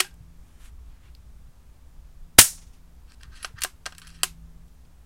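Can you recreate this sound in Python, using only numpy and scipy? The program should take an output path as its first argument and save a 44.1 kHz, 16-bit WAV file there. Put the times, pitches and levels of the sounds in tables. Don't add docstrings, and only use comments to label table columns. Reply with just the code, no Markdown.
import sys
import numpy as np
from scipy import signal
from scipy.io import wavfile
from scipy.ndimage import uniform_filter1d

SR = 44100
rng = np.random.default_rng(int(sys.argv[2]) if len(sys.argv) > 2 else 0)


def output_pcm(signal):
    pcm = np.clip(np.atleast_2d(signal).T, -1, 1) * 32767
    wavfile.write(sys.argv[1], SR, np.round(pcm).astype(np.int16))


def nominal_scale(level):
    x = np.asarray(level, float) / 20
    return 10 ** x


N = 223099
T = np.arange(N) / SR


def rms_one(x):
    return x / np.sqrt(np.mean(x ** 2) + 1e-20)


def in_time(rows, silent_db=-110):
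    s, level_db = np.transpose(rows)
    s = np.r_[s[0] - 0.04, s, s[-1] + 0.04]
    return np.interp(T, s, np.r_[silent_db, level_db, silent_db])


def at_hz(points, hz):
    points_hz, values = np.array(points).T
    return np.interp(np.log(hz), np.log(points_hz), values)


def band(x, low_hz, high_hz):
    sos = signal.butter(2, [low_hz, high_hz], "band", fs=SR, output="sos")
    return signal.sosfilt(sos, x + 1e-18)


def drift(rate_hz):
    r = np.exp(-80 * np.pi * rate_hz / SR)
    white = rng.standard_normal(N // 40 + 2002)
    slow = signal.lfilter([1], [1, -2 * r, r * r], white)[2000:]
    return np.interp(np.arange(N) / 40, np.arange(len(slow)), rms_one(slow))


def ring(force, hz, t60_s):
    r = nominal_scale(-60 / (t60_s * SR))
    w = 2 * np.pi * hz / SR
    return signal.lfilter([0, np.sin(w)], [1, -2 * r * np.cos(w), r * r], force + 1e-18)


def noise_bands(size):
    edges_hz = 20 * 2 ** np.arange(0, 10.1, 0.5)
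    white = rng.standard_normal((2, size + 4000))
    out = []
    for k, (low_hz, high_hz) in enumerate(zip(edges_hz, edges_hz[1:])):
        noise = band(white[k % 2], low_hz, high_hz)[4000:]
        out.append((np.sqrt(low_hz * high_hz), noise))
    return out


def burst(after_s, rise_s, t60_s):
    return np.where(after_s < 0, np.exp(after_s / rise_s), nominal_scale(-60 * np.maximum(after_s, 0) / t60_s))


def coloured(colour_db, level_db, hard_db):
    return [level_db + db + hard_db * (part - 1) for part, db in enumerate(colour_db)]


# (frequency [Hz], level [dB])
AIR_COLOUR = [(100, 3), (250, 6), (500, 2.5), (1000, 2), (2000, -5), (4000, -8), (8000, -8.5), (16000, -14)]
# (frequency [Hz], density [dB per Hz])
WIND_COLOUR = [(20, 11.5), (34, -14.5), (50, -7), (70, -11.5), (100, -17), (140, -22), (200, -33),
               (400, -50)]
# (time [s], level [dB])
GUST = [(0.0, -52.5), (0.1, -47), (0.49, -47), (0.8, -43), (1.59, -48.5), (2.16, -46.5), (2.31, -48.5),
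        (3.21, -48), (3.28, -47), (4.0, -49.5), (4.32, -45), (4.78, -50), (5.06, -51.5)]


def air():
    gust_db = in_time(GUST)
    hiss, wind, together = 0, 0, drift(5.3)
    for hz, noise in noise_bands(N):
        if hz > 100:
            hiss = hiss + noise * nominal_scale(at_hz(AIR_COLOUR, hz) + 0.32 * drift(3))
        if hz < 400:
            wind = wind + noise * nominal_scale(at_hz(WIND_COLOUR, hz) + 1.2 * together + 3 * drift(15))
    hum_hz, hum_width_hz, hum_db = 55, 18, -2
    hum = band(rng.standard_normal(N), hum_hz - hum_width_hz / 2, hum_hz + hum_width_hz / 2)
    hiss_db, wind_db = -65, -2.5
    return nominal_scale(hiss_db) * rms_one(hiss) + nominal_scale(gust_db + wind_db) * (rms_one(wind) + nominal_scale(hum_db) * rms_one(hum))


# (time [s], second order level [dB])
ENGINE_LOAD = [(0.0, -63.5), (0.31, -61.5), (0.45, -67.5), (0.97, -80), (1.38, -69), (2.1, -73),
               (2.24, -63.5), (2.93, -65), (3.04, -70), (3.8, -67.5), (4.06, -59.5), (4.42, -55.5),
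               (4.8, -67.5), (5.06, -70)]


def engine():
    load_db = in_time(ENGINE_LOAD)
    swing_db = load_db - load_db.mean()
    phase = 2 * np.pi * np.cumsum(82.3 * (1 + 0.0022 * drift(1.0))) / SR
    out = 0
    # order, level at mean load [dB], share of the swing
    for order, db, follows in [(1, -67.5, 0.092), (2, -65, 0.98), (3, -72.5, 0.35)]:
        level_db = db + follows * swing_db + 0.83 * drift(0.97)
        out = out + np.sqrt(2) * nominal_scale(level_db) * np.sin(order * phase)
    return out


# (peak time [s], level [dB], brightness [dB], swell [s], fade [s])
SLEEVE_RUBS = [
    (0.501, -71.5, -1, 0.093, 0.14),
    (0.65, -59, -2, 0.046, 0.041),
    (0.93, -70, -12, 0.094, 0.085),
    (1.06, -62.5, -14, 0.036, 0.042),
]


def sleeves():
    dull, bright = 0, 0
    for s, db, bright_db, swell_s, fade_s in SLEEVE_RUBS:
        rub = nominal_scale(db) * np.exp(-((T - s) / np.where(T < s, swell_s, fade_s)) ** 2)
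        dull = dull + rub
        bright = bright + rub * nominal_scale(bright_db)
    noise = rng.standard_normal((2, N)) * nominal_scale(1.05 * drift(60))
    return dull * rms_one(band(noise[0], 900, 3500)) + bright * rms_one(band(noise[1], 5600, 11500))


# (time [s], peak [dB], pitch [Hz])
BUMPS = [
    (0.211, -40, 113.3),
    (0.899, -50.5, 98.8),
    (1.49, -46, 110.8),
    (3.511, -57.5, 454),
    (3.548, -37, 100.9),
]


def bumps():
    return sum(nominal_scale(db) * np.exp(-((T - s) / 0.007) ** 2) * np.sin(2 * np.pi * hz * (T - s))
               for s, db, hz in BUMPS)


# (time [s], level [dB], lowest mode share [dB])
STOCK_BLOWS = [
    (0.003, -35, -1),
    (3.447, -42, -19),
    (3.647, -35.5, -12.5),
    (3.862, -41, -22),
    (3.872, -43.5, -22),
    (3.923, -57.5, -22),
    (4.233, -36, -8.5),
]
# (frequency [Hz], level [dB], t60 [s])
STOCK_MODES = [(373, 6.5, 0.11), (500, -5.5, 0.025), (665, 7, 0.02), (740, 3, 0.06), (1049, 2.5, .07),
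               (1588, -1.5, 0.083), (2850, 0, .06)]


def stock():
    force = np.zeros((2, N))
    for s, db, low_db in STOCK_BLOWS:
        force[:, round(s * SR)] = nominal_scale(db + low_db), nominal_scale(db)
    force[1] = band(force[1], 330, 5000)
    return sum(nominal_scale(db) * ring(force[int(k > 0)], hz, t60_s)
               for k, (hz, db, t60_s) in enumerate(STOCK_MODES))


# (time [s], level [dB])
TUBE_BLOWS = [
    (0.003, -37),
    (0.047, -39.5),
    (0.066, -49),
    (0.112, -57.5),
]
# (frequency [Hz], level [dB], t60 [s])
TUBE_MODES = [(800, -7, .07), (1600, -1, .09), (3390, -8, .05), (4810, -4, .03), (5250, -4, .03)]


def tube():
    force = np.zeros((len(TUBE_MODES), N))
    signs = rng.choice([-1, 1], (len(TUBE_MODES), len(TUBE_BLOWS)))
    at = [round(s * SR) for s, db in TUBE_BLOWS]
    force[:, at] = nominal_scale([db for s, db in TUBE_BLOWS]) * signs
    return sum(nominal_scale(db) * ring(f, hz, t60_s) for f, (hz, db, t60_s) in zip(force, TUBE_MODES))


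# (frequency [Hz], level [dB], t60 [s])
ACTION_MODES = [(1300, 0, .015), (1620, 5, .02), (1850, 4, .015), (2780, 0, .01), (3280, 1, .008),
                (4400, -1, .008), (4900, 0, .012), (5570, 0, .01), (6300, -2, .008), (7900, 0, .008),
                (8800, 0, .012), (9700, 0, .008), (10400, -6, .008), (13400, -4, .008)]
PART_EDGES_HZ = [1120, 2200, 7000, 11500, 15500]


def steel(force, part, crack_db, strengths):
    low_hz, high_hz = PART_EDGES_HZ[part:part + 2]
    out = nominal_scale(crack_db) * force
    for (hz, level_db, t60_s), strength in zip(ACTION_MODES, strengths):
        if low_hz <= hz < high_hz:
            out = out + nominal_scale(level_db) * ring(force * strength, hz, t60_s) / np.sqrt(t60_s * SR / 28)
    return band(band(out, low_hz, high_hz), 0.8 * low_hz, 1.2 * high_hz)


# (time [s], level [dB], hardness [dB per
# part], rattle [ms])
STEEL_KNOCKS = [(0.0, -32.5, 1.5, 2.9), (0.0026, -17, 5, 15.6), (3.4278, -43.5, 2.5, 10), (3.431, -50, 2, 44),
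                (3.4452, -31, -3.5, 16.7), (3.4525, -47.5, 7.5, 26), (3.6182, -30.5, 5, 24), (3.6346, -26, 8, 11),
                (3.638, -37.5, 13.5, 7.6), (3.6433, -36.5, 7.5, 27), (3.6468, -34.5, -9, 8.8), (3.655, -64, 0, 21),
                (3.8562, -39, -1.5, 12), (3.861, -31, 0.5, 20), (3.87, -65, -11, 16), (4.232, -19, 6.5, 15.6),
                (4.24, -35, 10, 17), (4.252, -48, 12, 13),
                (0.14, -69.5, 12.5, 9.8), (1.68, -81.5, 3, 12), (3.119, -55, 2, 6.2), (3.207, -63.5, -10, 14),
         (3.212, -59, 0, 10), (3.232, -48, 1.5, 5), (3.587, -61, 10, 9.4), (3.607, -53, 10, 21),
         (3.922, -49, -1, 20), (3.9485, -53.5, 1, 15), (3.981, -47, 9, 6.7), (3.984, -55, 1, 25),
         (3.996, -61, 11.5, 20), (4.016, -48.5, -1, 40), (4.048, -62, 4, 14), (4.069, -49.5, 1.5, 15),
         (4.076, -51, 4, 12), (4.102, -55.5, -1, 10), (4.68, -73, 10, 14)]
# (time [s], level [dB], hardness [dB per part], rattle [ms])
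CATCH = [
    (1.1492, -54.5, 7, 5.6),
    (4.85, -70, 0, 14),
]
# (dull, middle, bright, top [dB])
KNOCK_COLOUR_DB = (-1.5, 1.5, -6, -22.5)
# (dull, middle, bright, top [dB])
CATCH_COLOUR_DB = (-19, 3.5, -27, -25)


def knocks():
    out, after_s = np.zeros(N + 3000), np.arange(3000) / SR
    rows = [(*row, KNOCK_COLOUR_DB) for row in STEEL_KNOCKS]
    rows += [(*row, CATCH_COLOUR_DB) for row in CATCH]
    rattle = rng.standard_normal((len(rows), 4, len(after_s)))
    mode_spread_db, catch_hz, catch_fall_db_per_octave = 3, 4650, 25
    strengths = nominal_scale(mode_spread_db * rng.standard_normal((len(rows), len(ACTION_MODES))))
    octaves_off = np.abs(np.log2(np.array(ACTION_MODES)[:, 0] / catch_hz))
    strengths[-len(CATCH):] = nominal_scale(8 - catch_fall_db_per_octave * octaves_off)
    for (s, level_db, hard_db, length_ms, colour_db), noise, strength in zip(rows, rattle, strengths):
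        shape = burst(after_s - 0.0008, 0.0003, 1.9 * max(length_ms, 2) / 1000)
        shape = shape + 0.45 * burst(after_s - 0.001, 0.00018, 0.005)
        at = max(round(s * SR), 0)
        for part, db in enumerate(coloured(colour_db, level_db, hard_db)):
            sound = steel(noise[part] * shape, part, 14, strength)
            first_5ms_rms = np.sqrt(np.mean(sound[:220] ** 2))
            out[at:at + len(after_s)] += nominal_scale(db) * sound / first_5ms_rms
    return out[:N]


# (start [s], end [s], start level [dB], end level [dB], hardness [dB per part])
STROKES = [(3.073, 3.117, -73, -57.5, 0), (3.126, 3.146, -64, -58.5, 6), (3.198, 3.24, -71, -65, 2),
           (3.232, 3.298, -58, -81, -8), (3.301, 3.345, -71, -54, -4), (3.349, 3.38, -56.5, -48, 5),
           (3.382, 3.431, -56.5, -51, 1), (3.556, 3.589, -69.5, -53, -11), (3.582, 3.628, -58, -51.5, -8),
           (3.9, 3.916, -71, -64, 16), (3.96, 3.988, -65, -64, 6), (4.009, 4.07, -64, -57.5, -2.5),
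           (4.078, 4.13, -56.5, -59, 6.5), (4.131, 4.193, -54, -65.5, 5), (4.191, 4.229, -62.5, -64, -3)]


def slide():
    colour_db, edge_s = (-2, -0.5, -11.5), 0.012
    levels = np.zeros((3, N))
    for start, end, start_db, end_db, hard_db in STROKES:
        touch = np.clip(np.minimum(T - start, end - T) / edge_s + 0.5, 0, 1)
        level_db = np.interp(T, [start, end], [start_db, end_db])
        levels += touch * nominal_scale(np.array(coloured(colour_db, level_db, hard_db)))
    grains = rng.standard_normal((3, N)) * nominal_scale(2.0 * drift(148))
    swells = [nominal_scale(4 * np.clip(drift(30), -2, 1.5)) for mode in ACTION_MODES]
    return sum(level * rms_one(steel(grains[part], part, 12, swells)) for part, level in enumerate(levels))


# (time [s], level [dB])
SPRING_KICKS = [
    (3.428, -30),
    (3.447, -36),
    (3.606, -52),
    (3.618, -32),
    (3.982, -37.5),
    (4.070, -47),
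]
# (start [s], end [s], level [dB])
SPRING_SING = [
    (3.342, 3.45, -46),
    (3.98, 4.145, -42),
]


def spring(rubbing):
    kicks = sum(nominal_scale(db - 28.5) * burst(T - s, 0.00025, 0.0076) for s, db in SPRING_KICKS)
    force = kicks * rng.standard_normal(N)
    stretch = sum(nominal_scale(db) * (T > start) * (T < end) for start, end, db in SPRING_SING)
    force = force + stretch * uniform_filter1d(np.abs(rubbing), size=200) * rng.standard_normal(N)
    return 2 * ring(force, 10900, 0.072)


def leaves(x):
    level_db, t60_s, build_s = -16, 0.18, 0.0043
    white = np.resize(rng.standard_normal(SR // 2), N)
    edges_hz = 800 * 2 ** np.arange(0, 4.1, 0.5)
    linger, build = nominal_scale(-120 / (t60_s * SR)), np.exp(-1 / (build_s * SR))
    out = np.zeros(N)
    for k, (low_hz, high_hz) in enumerate(zip(edges_hz, edges_hz[1:])):
        power = signal.lfilter([1 - linger], [1, -linger], band(x, low_hz, high_hz) ** 2)
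        power = signal.lfilter([1 - build], [1, -build], power)
        out += np.sqrt(np.abs(power)) * rms_one(band(np.roll(white, 999 * k), low_hz, high_hz))
    return nominal_scale(level_db) * out


def push(t):
    half_s = 0.95e-3 * 1.5 ** np.arange(3)
    starts = 2.3876 + np.cumsum(half_s) - half_s
    return sum(-3.5 * (-0.15) ** k * np.sin(np.pi * np.clip((t - starts[k]) / half_s[k], 0, 1)) ** 2
               for k in range(3))


# (frequency [Hz], level [dB], t60 [s])
THUMP_MODES = [(108, -19, .12), (224, -22, 0.092), (380, -23, 0.04)]


def thump(size, at):
    click = 1.0 * (np.arange(size) == at)
    return -sum(nominal_scale(db) * ring(click, hz, t60_s) for hz, db, t60_s in THUMP_MODES)


# (time [s], peak [dB], rise [ms], t60 [ms], brightness
# [dB per octave])
BLAST = [
    (2.3842, -3, 0.81, 180, 0),
    (2.3868, 11.5, .3, 39, 0.5),
    (2.3892, 18.5, .5, 17.5, -2.5),
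    (2.3922, 18, 0.57, 13.3, 3),
    (2.3965, -8.5, .5, 37, -1),
    (2.4015, -1, 0.43, 7.2, 1.5),
    (2.404, -8, .5, 15, -0.5),
    (2.4134, 7, .25, 5.3, 17.5),
    (2.4145, 1.5, .25, 5.2, 13),
    (2.4190, 0.5, .5, 4.4, -1),
]
# (frequency [Hz], density [dB per Hz])
BLAST_COLOUR = [(88, -42), (150, -23.5), (1060, -10), (1900, -2), (2220, -7), (3920, -6), (5360, -2),
                (6510, -6.5), (9440, -4), (16000, -21)]
# (frequency [Hz], density [dB per Hz])
ECHO_COLOUR = [(35, -39.5), (60, -11), (118, -21), (579, -17.5), (968, -21), (1660, -13), (3120, -5.5),
               (3340, -15.5), (8920, 1.5), (14600, -8), (16000, -14.5)]
# (frequency [Hz], t60 [s])
ECHO_T60 = [(70, 0.11), (250, 0.1), (700, .1), (1400, 0.23), (2700, 0.11), (5500, 0.34), (11000, .21)]
# (time [s], level [dB], t60 [s], dullness [dB per octave])
LATE = [
    (2.448, -42.5, 0.27, 1),
    (2.531, -58.5, 0.045, 6),
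    (2.555, -67, 0.087, 2),
    (2.582, -55.5, 0.11, 3.5),
    (2.62, -58, 0.16, 1),
    (2.67, -65, 0.25, 0),
    (2.735, -62.5, 0.3, 1),
]
# (frequency [Hz], density [dB per Hz])
FAR_COLOUR = [(290, -47), (500, -8), (849, 0), (1360, -8.5), (1710, -4.5), (2450, 2), (9340, -3),
              (14000, -16.5)]


def shot():
    shot_s, lead_s, size = 2.3875, 0.05, SR
    echo_db, echo_top_s, echo_rise_s = -15.5, 2.4117, 0.05
    start = round((shot_s - lead_s) * SR)
    t, noises = T[start:start + size], noise_bands(size)

    def share(colour, hz):
        power = sum(nominal_scale(2 * at_hz(colour, f)) * np.mean(n ** 2) for f, n in noises)
        return nominal_scale(at_hz(colour, hz)) / np.sqrt(power)

    fired = burst(t - shot_s, 0.0005, 1e3)
    returns = [(fired * nominal_scale(db) * burst(t - s, 0.004, t60_s), dull_db) for s, db, t60_s, dull_db in LATE]
    out = np.zeros(size)
    for hz, noise in noises:
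        tilt = min(np.log2(hz / 7000), 0)
        jet = sum(nominal_scale(db - 13.5 + bright_db * tilt) * burst(t - s, rise_ms / 1000, t60_ms / 1000)
                  for s, db, rise_ms, t60_ms, bright_db in BLAST)
        echo = fired * nominal_scale(echo_db) * burst(t - echo_top_s, echo_rise_s, at_hz(ECHO_T60, hz))
        late = sum(shape * nominal_scale(-dull_db * np.log2(hz / 3000)) for shape, dull_db in returns)
        out += noise * (jet * share(BLAST_COLOUR, hz) + echo * share(ECHO_COLOUR, hz)
                        + late * share(FAR_COLOUR, hz))
    out = out + push(t) + thump(size, round(lead_s * SR))
    return np.pad(out, (start, N - start - size))


def scene():
    rubbing = slide()
    rifle = knocks() + stock() + tube() + rubbing + spring(rubbing)
    mix = air() + engine() + sleeves() + bumps() + rifle + leaves(rifle) + shot()
    return mix[None]


def roll_off(x):
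    return signal.sosfilt(signal.butter(12, 16640, fs=SR, output="sos"), x)


def record(dry):
    loud = np.clip(dry - 0.0018, -1.3, 1.3)
    low_pass = signal.cheby2(20, 40, 16100, fs=SR, output="sos")
    mix = signal.sosfilt(low_pass, loud)
    return roll_off(mix)


dry = scene()
out = record(dry)
output_pcm(out)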